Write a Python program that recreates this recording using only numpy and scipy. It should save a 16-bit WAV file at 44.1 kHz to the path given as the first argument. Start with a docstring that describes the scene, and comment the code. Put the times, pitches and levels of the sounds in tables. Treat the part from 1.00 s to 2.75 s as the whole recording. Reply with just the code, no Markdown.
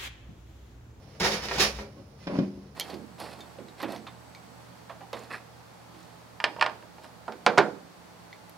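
"""A metal-framed chair is dragged over stone paving in a doorway: stick-slip friction at its feet
grates, and with the bumps of its legs drives the ringing modes of the frame. Then a hammer is pulled
from among the tools on a wooden barrel: it slides and knocks on the hollow, resonant lid, and steel
clinks on steel. Clothes rustle faintly and a far machine hums in the outdoor air.
Reflections from near walls add a short echo, and two microphones hear the scene from above."""
import sys
import numpy as np
from scipy import signal
from scipy.fft import rfft, irfft
from scipy.io import wavfile

SR = 44100
rng = np.random.default_rng(int(sys.argv[2]) if len(sys.argv) > 2 else 0)


def transcribe(u):
    """Save the signal u as a 16-bit wav file named by the first command-line argument.

    u: samples, shape (n,) or (channels, n), limited to [-1, 1]; the rate is SR.
    q: integer samples, one column per channel.
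    """
    v = np.clip(np.atleast_2d(u).T, -1, 1)
    q = np.round(v * 32767).astype(np.int16)
    wavfile.write(sys.argv[1], SR, q)


N = 77175

# partials of the machine hum (frequency [Hz], level [dB])
HUM_PARTIALS = [(70.0, -63.5), (140.0, -57), (209.9, -62), (366.1, -100), (452.2, -70.5)]
# spectrum of the outdoor air (frequency [Hz], relative level [dB])
AIR_SPECTRUM = [(20, -27.5), (55, -0.5), (100, 8.5), (170, -1.5), (280, -10), (480, -5), (900, -10),
                (1600, -16.5), (5000, -25), (15000, -22)]
# envelope of the rustle (time [s], level [dB])
RUSTLE_ENVELOPE = [(0, -65), (.14, -54), (.2, -63.5), (.92, -67), (.99, -61), (1.06, -102), (1.17, -64),
                   (1.24, -51.5), (1.36, -50.5), (1.5, -64), (1.58, -66.5), (1.7, -73)]
# spectrum of rubbing cloth (frequency [Hz], relative level [dB])
CLOTH_SPECTRUM = [(200, -7), (900, 6.5), (2300, 10.5), (3300, 5.5), (5300, 3), (8000, 1), (15000, -6)]
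# envelope of the frame's low shudder (time [s], level [dB])
SHUDDER_ENVELOPE = [(.19, -68), (.22, -52), (.4, -48), (.56, -52), (.62, -39), (.7, -50), (.79, -44),
                    (.88, -69)]
# friction at the chair feet (time [s], level [dB], treble gain [dB])
DRAG_ENVELOPE = [(.194, -81, 9), (.2, -23, 2), (.216, -21, -12), (.235, -26.5, -3), (.254, -21.5, 2.5),
                 (.298, -41.5, 6), (.32, -23.5, -1.5), (.402, -41, -5), (.438, -27.5, -1), (.478, -44.5, 2),
                 (.53, -34, 4), (.572, -25, -8.5), (.602, -17.5, 5.5), (.648, -29, 2.5), (.715, -56, -13),
                 (.755, -51.5, 10.5), (.815, -42.5, -2), (.86, -76, -33)]
# bumps of the chair legs (time [s], level [dB], contact time [ms])
LEG_BUMPS = [(.2415, 12, 0.64), (.25, 15, 0.42), (.261, 16, 0.44), (.4855, 0.5, 0.11), (.512, 13, 0.4),
             (.788, 6.5, 0.57), (.797, 4.5, 0.99), (.812, 0.5, 0.8), (.822, -7, 1)]
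# spectrum of a foot grating on stone (frequency [Hz], relative level [dB])
GRATE_SPECTRUM = [(30, -15.5), (70, -33), (105, -30), (150, 0), (280, -12), (420, -3), (800, -3.5),
                  (1400, -4), (2400, 0.5), (3100, -3.5), (5500, -5.5), (9000, -9.5), (15500, -11.5)]
# modes of the chair frame (frequency [Hz], relative level [dB], T60 [s])
FRAME_MODES = [(212.4, -13, 0.29), (401.6, -12, 0.26), (464.8, -16.5, .25), (499.7, -12.5, 0.23),
               (805, -18, 0.14), (969, -26.5, 0.27), (1360, -16.5, 0.067), (1461, -19.5, 0.14),
               (1837, -18.5, .16), (2155, -8.5, 0.19), (2325, -18.5, 0.27), (3620, -14, 0.075)]
# friction as a hand touches the tools, then the hammer slides (time [s], level [dB])
SLIDE_ENVELOPE = [(.94, -58), (.99, -50), (1.06, -68), (1.2, -62), (1.265, -51), (1.296, -34.5),
                  (1.34, -32.5), (1.36, -37.5), (1.378, -46.5), (1.435, -40), (1.48, -59.5)]
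# knocks on the lid (time [s], level [dB], contact time [ms])
LID_KNOCKS = [(.981, -17.5, 2), (.997, -15, 1.2), (1.2695, 1.5, 2.42), (1.277, -8.5, 0.22),
              (1.309, -9, 2.1), (1.356, -3, 0.51), (1.364, -11, .7), (1.387, 14, 1.97), (1.417, -1, 2.3),
              (1.576, -8.5, 2)]
# spectrum of the wood's dull thud (frequency [Hz], relative level [dB])
THUD_SPECTRUM = [(40, -40), (130, 0), (230, 5.5), (380, 0), (700, -6.5), (1500, -10), (2500, -3.5),
                 (5000, -22.5), (15000, -36)]
# modes of the barrel lid (frequency [Hz], relative level [dB], T60 [s])
LID_MODES = [(195, -1, 0.45), (231, -10.5, .14), (281.6, -9.5, 0.61), (366, -6.5, 0.5), (551, -5, 0.14),
             (607, -10.5, 0.28), (737, -16.5, 0.19), (1000, -9.5, 0.074), (1100, -22, 0.14)]
# contacts of steel on steel (time [s], level [dB])
STEEL_CLINKS = [(1.2699, -10.5), (1.277, -16), (1.364, -18), (1.387, -10.5)]
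# modes of the hammer head (frequency [Hz], relative level [dB], T60 [s])
STEEL_MODES = [(1582, -5, 0.034), (2449, -3, 0.13), (3330, -4, 0.05), (5220, -2.5, 0.041)]
# response of the left microphone (frequency [Hz], gain [dB])
LEFT_RESPONSE = [(500, 1), (2400, -5.5), (4100, -3.5), (5500, -5.5), (7000, -2), (7650, -7), (8000, -13.5),
                 (8700, -3.5), (15500, -15)]
# response of the right microphone (frequency [Hz], gain [dB])
RIGHT_RESPONSE = [(500, 0), (2400, -1), (4000, 1.5), (5400, 7), (6500, -3.5), (7300, -13), (8000, -49),
                  (8800, -13), (11700, -21.5), (15000, -12.5)]

SLIPS_PER_S, JUDDER_HZ = 1800, 129.75
ROOM_LOW_T60_S, ROOM_HIGH_T60_S, ROOM_ONSET_S, COHERENT_BELOW_HZ = 0.37, 0.24, 0.003, 706
MIC_SPACING_M, SOUND_SPEED_M_S = 0.1, 343
CHAIR_LAG_MS, LID_LAG_MS = 0.068, -0.16  # right microphone behind the left
TIME = np.arange(N) / SR


def undb(db):
    """Amplitude grows tenfold for every 20 dB."""
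    return 10 ** (np.asarray(db) / 20)


def unit(x):
    """Normalisation to rms 1."""
    return x / np.sqrt(np.mean(x ** 2))


def envelope(rows, column=1):
    """Gain at every sample, by linear interpolation in decibels."""
    rows = np.array(rows)
    return undb(np.interp(TIME, rows[:, 0], rows[:, column]))


def drift(hz):
    """Slow random modulation: interpolation between Gaussian values."""
    points = rng.standard_normal(4096)
    return np.interp(TIME * hz, np.arange(len(points)), points)


def decay(t, t60):
    """Exponential damping: 60 dB are lost in t60 seconds."""
    return np.exp(-np.log(1000) * t / t60)


def through(x, response):
    """A linear system convolves its input with its impulse response."""
    return signal.fftconvolve(np.atleast_2d(x), np.atleast_2d(response), axes=-1)[:, :N]


def butter(x, kind, hz, order=2):
    """A maximally flat filter falls 6 dB per octave and order beyond its cutoff."""
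    return signal.sosfilt(signal.butter(order, hz, kind, fs=SR, output="sos"), x)


def minimum_phase(spectrum, size=4096):
    """Folding the cepstrum gives a causal response with the given spectrum."""
    hz, db = np.array(spectrum).T
    bins_hz = np.maximum(np.fft.rfftfreq(size, 1 / SR), 1)
    magnitude = undb(np.interp(np.log(bins_hz), np.log(hz), db))
    cepstrum = irfft(np.log(magnitude))
    cepstrum[1:size // 2] *= 2
    cepstrum[size // 2 + 1:] = 0
    return np.pad(irfft(np.exp(rfft(cepstrum))), (0, N - size))


def body(spectrum):
    """Heavy damping gives a broad, brief response, here of energy 1."""
    return unit(minimum_phase(spectrum)) / np.sqrt(N)


def machine_hum():
    """A far machine's partials waver by slight amplitude and phase modulation."""
    return sum(np.sqrt(2) * undb(db + 2 * drift(6)) * np.sin(2 * np.pi * hz * TIME + 0.56 * drift(4.8))
               for hz, db in HUM_PARTIALS)


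def diffuse_noise():
    """In a diffuse field, long waves are coherent at two nearby points."""
    mid, side = rfft(rng.standard_normal((2, N)))
    coherence = 1 / (1 + (np.fft.rfftfreq(N, 1 / SR) / COHERENT_BELOW_HZ) ** 2)
    pair = mid * np.sqrt(1 + coherence) + np.array([[1], [-1]]) * side * np.sqrt(1 - coherence)
    return irfft(pair, N) / np.sqrt(2)


def outdoor_air(level_db=-52):
    """Ambient noise is a diffuse field; its level drifts by about a decibel."""
    return through(diffuse_noise(), body(AIR_SPECTRUM)) * undb(level_db - drift(1.9))


def slips(per_s, scatter_db=4.5, judder_db=4.5):
    """Stick-slip friction: tiny random jerks whose strength swells and sinks."""
    jerks = (rng.random(N) < per_s / SR) * rng.choice([-1, 1], N)
    size_db = scatter_db * np.clip(rng.standard_normal(N), -2, 2) + judder_db * drift(JUDDER_HZ)
    return unit(jerks * undb(size_db))


def doorway(x, room_db, lag_ms):
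    """Wall reflections follow the direct sound as reverberation whose treble dies first."""
    noise = diffuse_noise()
    low = butter(noise, "low", 900) * decay(TIME, ROOM_LOW_T60_S)
    high = butter(noise, "high", 1160) * decay(TIME, ROOM_HIGH_T60_S)
    onset = np.clip(TIME / ROOM_ONSET_S - .5, 0, 1)
    tail = unit((low - high) * onset) / np.sqrt(N)
    delay_samples = 16 + np.array([[-.5], [.5]]) * lag_ms * SR / 1000
    direct = np.sinc(np.arange(N) - delay_samples) * (np.arange(N) < 33)
    return through(x, direct + undb(room_db) * tail) / np.hypot(1, undb(room_db))


def rustle():
    """Friction of clothes and skin makes a soft broadband noise."""
    rubbing = slips(4000) * envelope(RUSTLE_ENVELOPE)
    return doorway(through(rubbing, body(CLOTH_SPECTRUM)), room_db=5.5, lag_ms=0)


def shudder(hz=60.3, bandwidth_hz=4.7):
    """A randomly driven resonance: the sliding chair flexes on its legs."""
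    resonator = signal.iirpeak(hz, hz / bandwidth_hz, fs=SR)
    flex = signal.lfilter(*resonator, rng.standard_normal(N))
    return unit(butter(flex, "low", 2 * hz)) * envelope(SHUDDER_ENVELOPE)


def ring(modes):
    """Free vibration is a sum of damped modes; each reaches the microphones from its own direction."""
    response = 0
    for hz, db, t60 in modes:
        lag_s = rng.uniform(-1, 1) * MIC_SPACING_M / SOUND_SPEED_M_S
        t = np.maximum(TIME - np.maximum([[lag_s], [-lag_s]], 0), 0)
        response = response + undb(db) * unit(np.sin(2 * np.pi * hz * t) * decay(t, t60))
    return response / np.sqrt(N)


def chair(feet=4, ring_db=-3.5):
    """Superposition: each foot grates along its own sound path, and all drive the one frame."""
    forces = [foot_force() / np.sqrt(feet) for _ in range(feet)]
    grating = sum(doorway(through(force, body(GRATE_SPECTRUM)), room_db=2, lag_ms=CHAIR_LAG_MS)
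                  for force in forces)
    return grating + undb(ring_db) * through(sum(forces), ring(FRAME_MODES))


def foot_force(treble_hz=2370, crunch_db=-1):
    """Friction and impact: a foot sticks and slips on stone and crushes grit at each bump."""
    friction = slips(SLIPS_PER_S) * envelope(DRAG_ENVELOPE)
    treble_change = (envelope(DRAG_ENVELOPE, column=2) - 1) * butter(friction, "high", treble_hz, order=1)
    crunch = through(impacts(LEG_BUMPS), grit(decay_s=0.0046))
    crunch = butter(crunch, "high", 600, order=1)  # the light legs give little bass
    return friction + treble_change + undb(crunch_db) * crunch


def contact_pulse(ms):
    """Force pulse of unit impulse: the longer the contact, the duller the sound."""
    scaled_time = 5 * np.arange(1, 1024) / SR * 1000 / ms
    force = scaled_time ** 2 * np.exp(-scaled_time)
    return force / force.sum()


def impacts(rows):
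    """The force pulses of separate contacts add linearly."""
    return sum(undb(db) * through(signal.unit_impulse(N, int(s * SR)), contact_pulse(ms))
               for s, db, ms in rows)


def grit(decay_s):
    """A crunch is an impulse and a dying burst of slips, of total energy 1."""
    burst = slips(SLIPS_PER_S) * np.exp(-TIME / decay_s)
    return unit(burst + 4 * signal.unit_impulse(N)) / np.sqrt(N)


def hammer():
    """One sliding friction excites both bodies, the wooden lid and the steel head."""
    sliding = slips(1600, scatter_db=0, judder_db=2) * envelope(SLIDE_ENVELOPE)
    return barrel_lid(sliding) + hammer_head(sliding)


def barrel_lid(sliding, thud_db=1.5, ring_db=-4):
    """Forced vibration: knocks and friction make the hollow lid thud and ring in its modes."""
    force = impacts(LID_KNOCKS) + through(sliding, contact_pulse(ms=0.46))
    force = butter(force, "high", 126)  # the lid hardly radiates below this
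    thud = doorway(through(force, undb(thud_db) * body(THUD_SPECTRUM)), room_db=-4, lag_ms=LID_LAG_MS)
    return thud + undb(ring_db) * through(force, ring(LID_MODES))


def hammer_head(sliding, contact_ms=0.27, tick_db=13, scrape_db=-27):
    """Brief contacts excite high modes: the rusty head clinks and scrapes against the other tools."""
    touches = impacts([(s, db, contact_ms) for s, db in STEEL_CLINKS])
    clinks = through(touches, ring(STEEL_MODES))
    rust_ticks = undb(tick_db) * through(touches, grit(decay_s=0.0099))
    scrape = undb(scrape_db) * through(sliding, contact_pulse(contact_ms))
    return doorway(clinks + rust_ticks + scrape, room_db=-6.5, lag_ms=LID_LAG_MS)


def scene():
    """Superposition: the pressures of chair, hammer and surroundings add."""
    return chair() + shudder() + hammer() + rustle() + machine_hum() + outdoor_air()


def record(dry, low_cut_hz=28, high_cut_hz=15900):
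    """Each microphone is a band-limited linear filter with its own frequency response."""
    heard = through(dry, np.array([minimum_phase(LEFT_RESPONSE), minimum_phase(RIGHT_RESPONSE)]))
    heard = butter(heard, "high", low_cut_hz)
    return signal.sosfilt(signal.ellip(10, .2, 80, high_cut_hz, fs=SR, output="sos"), heard)


dry = scene()
out = record(dry)
transcribe(out)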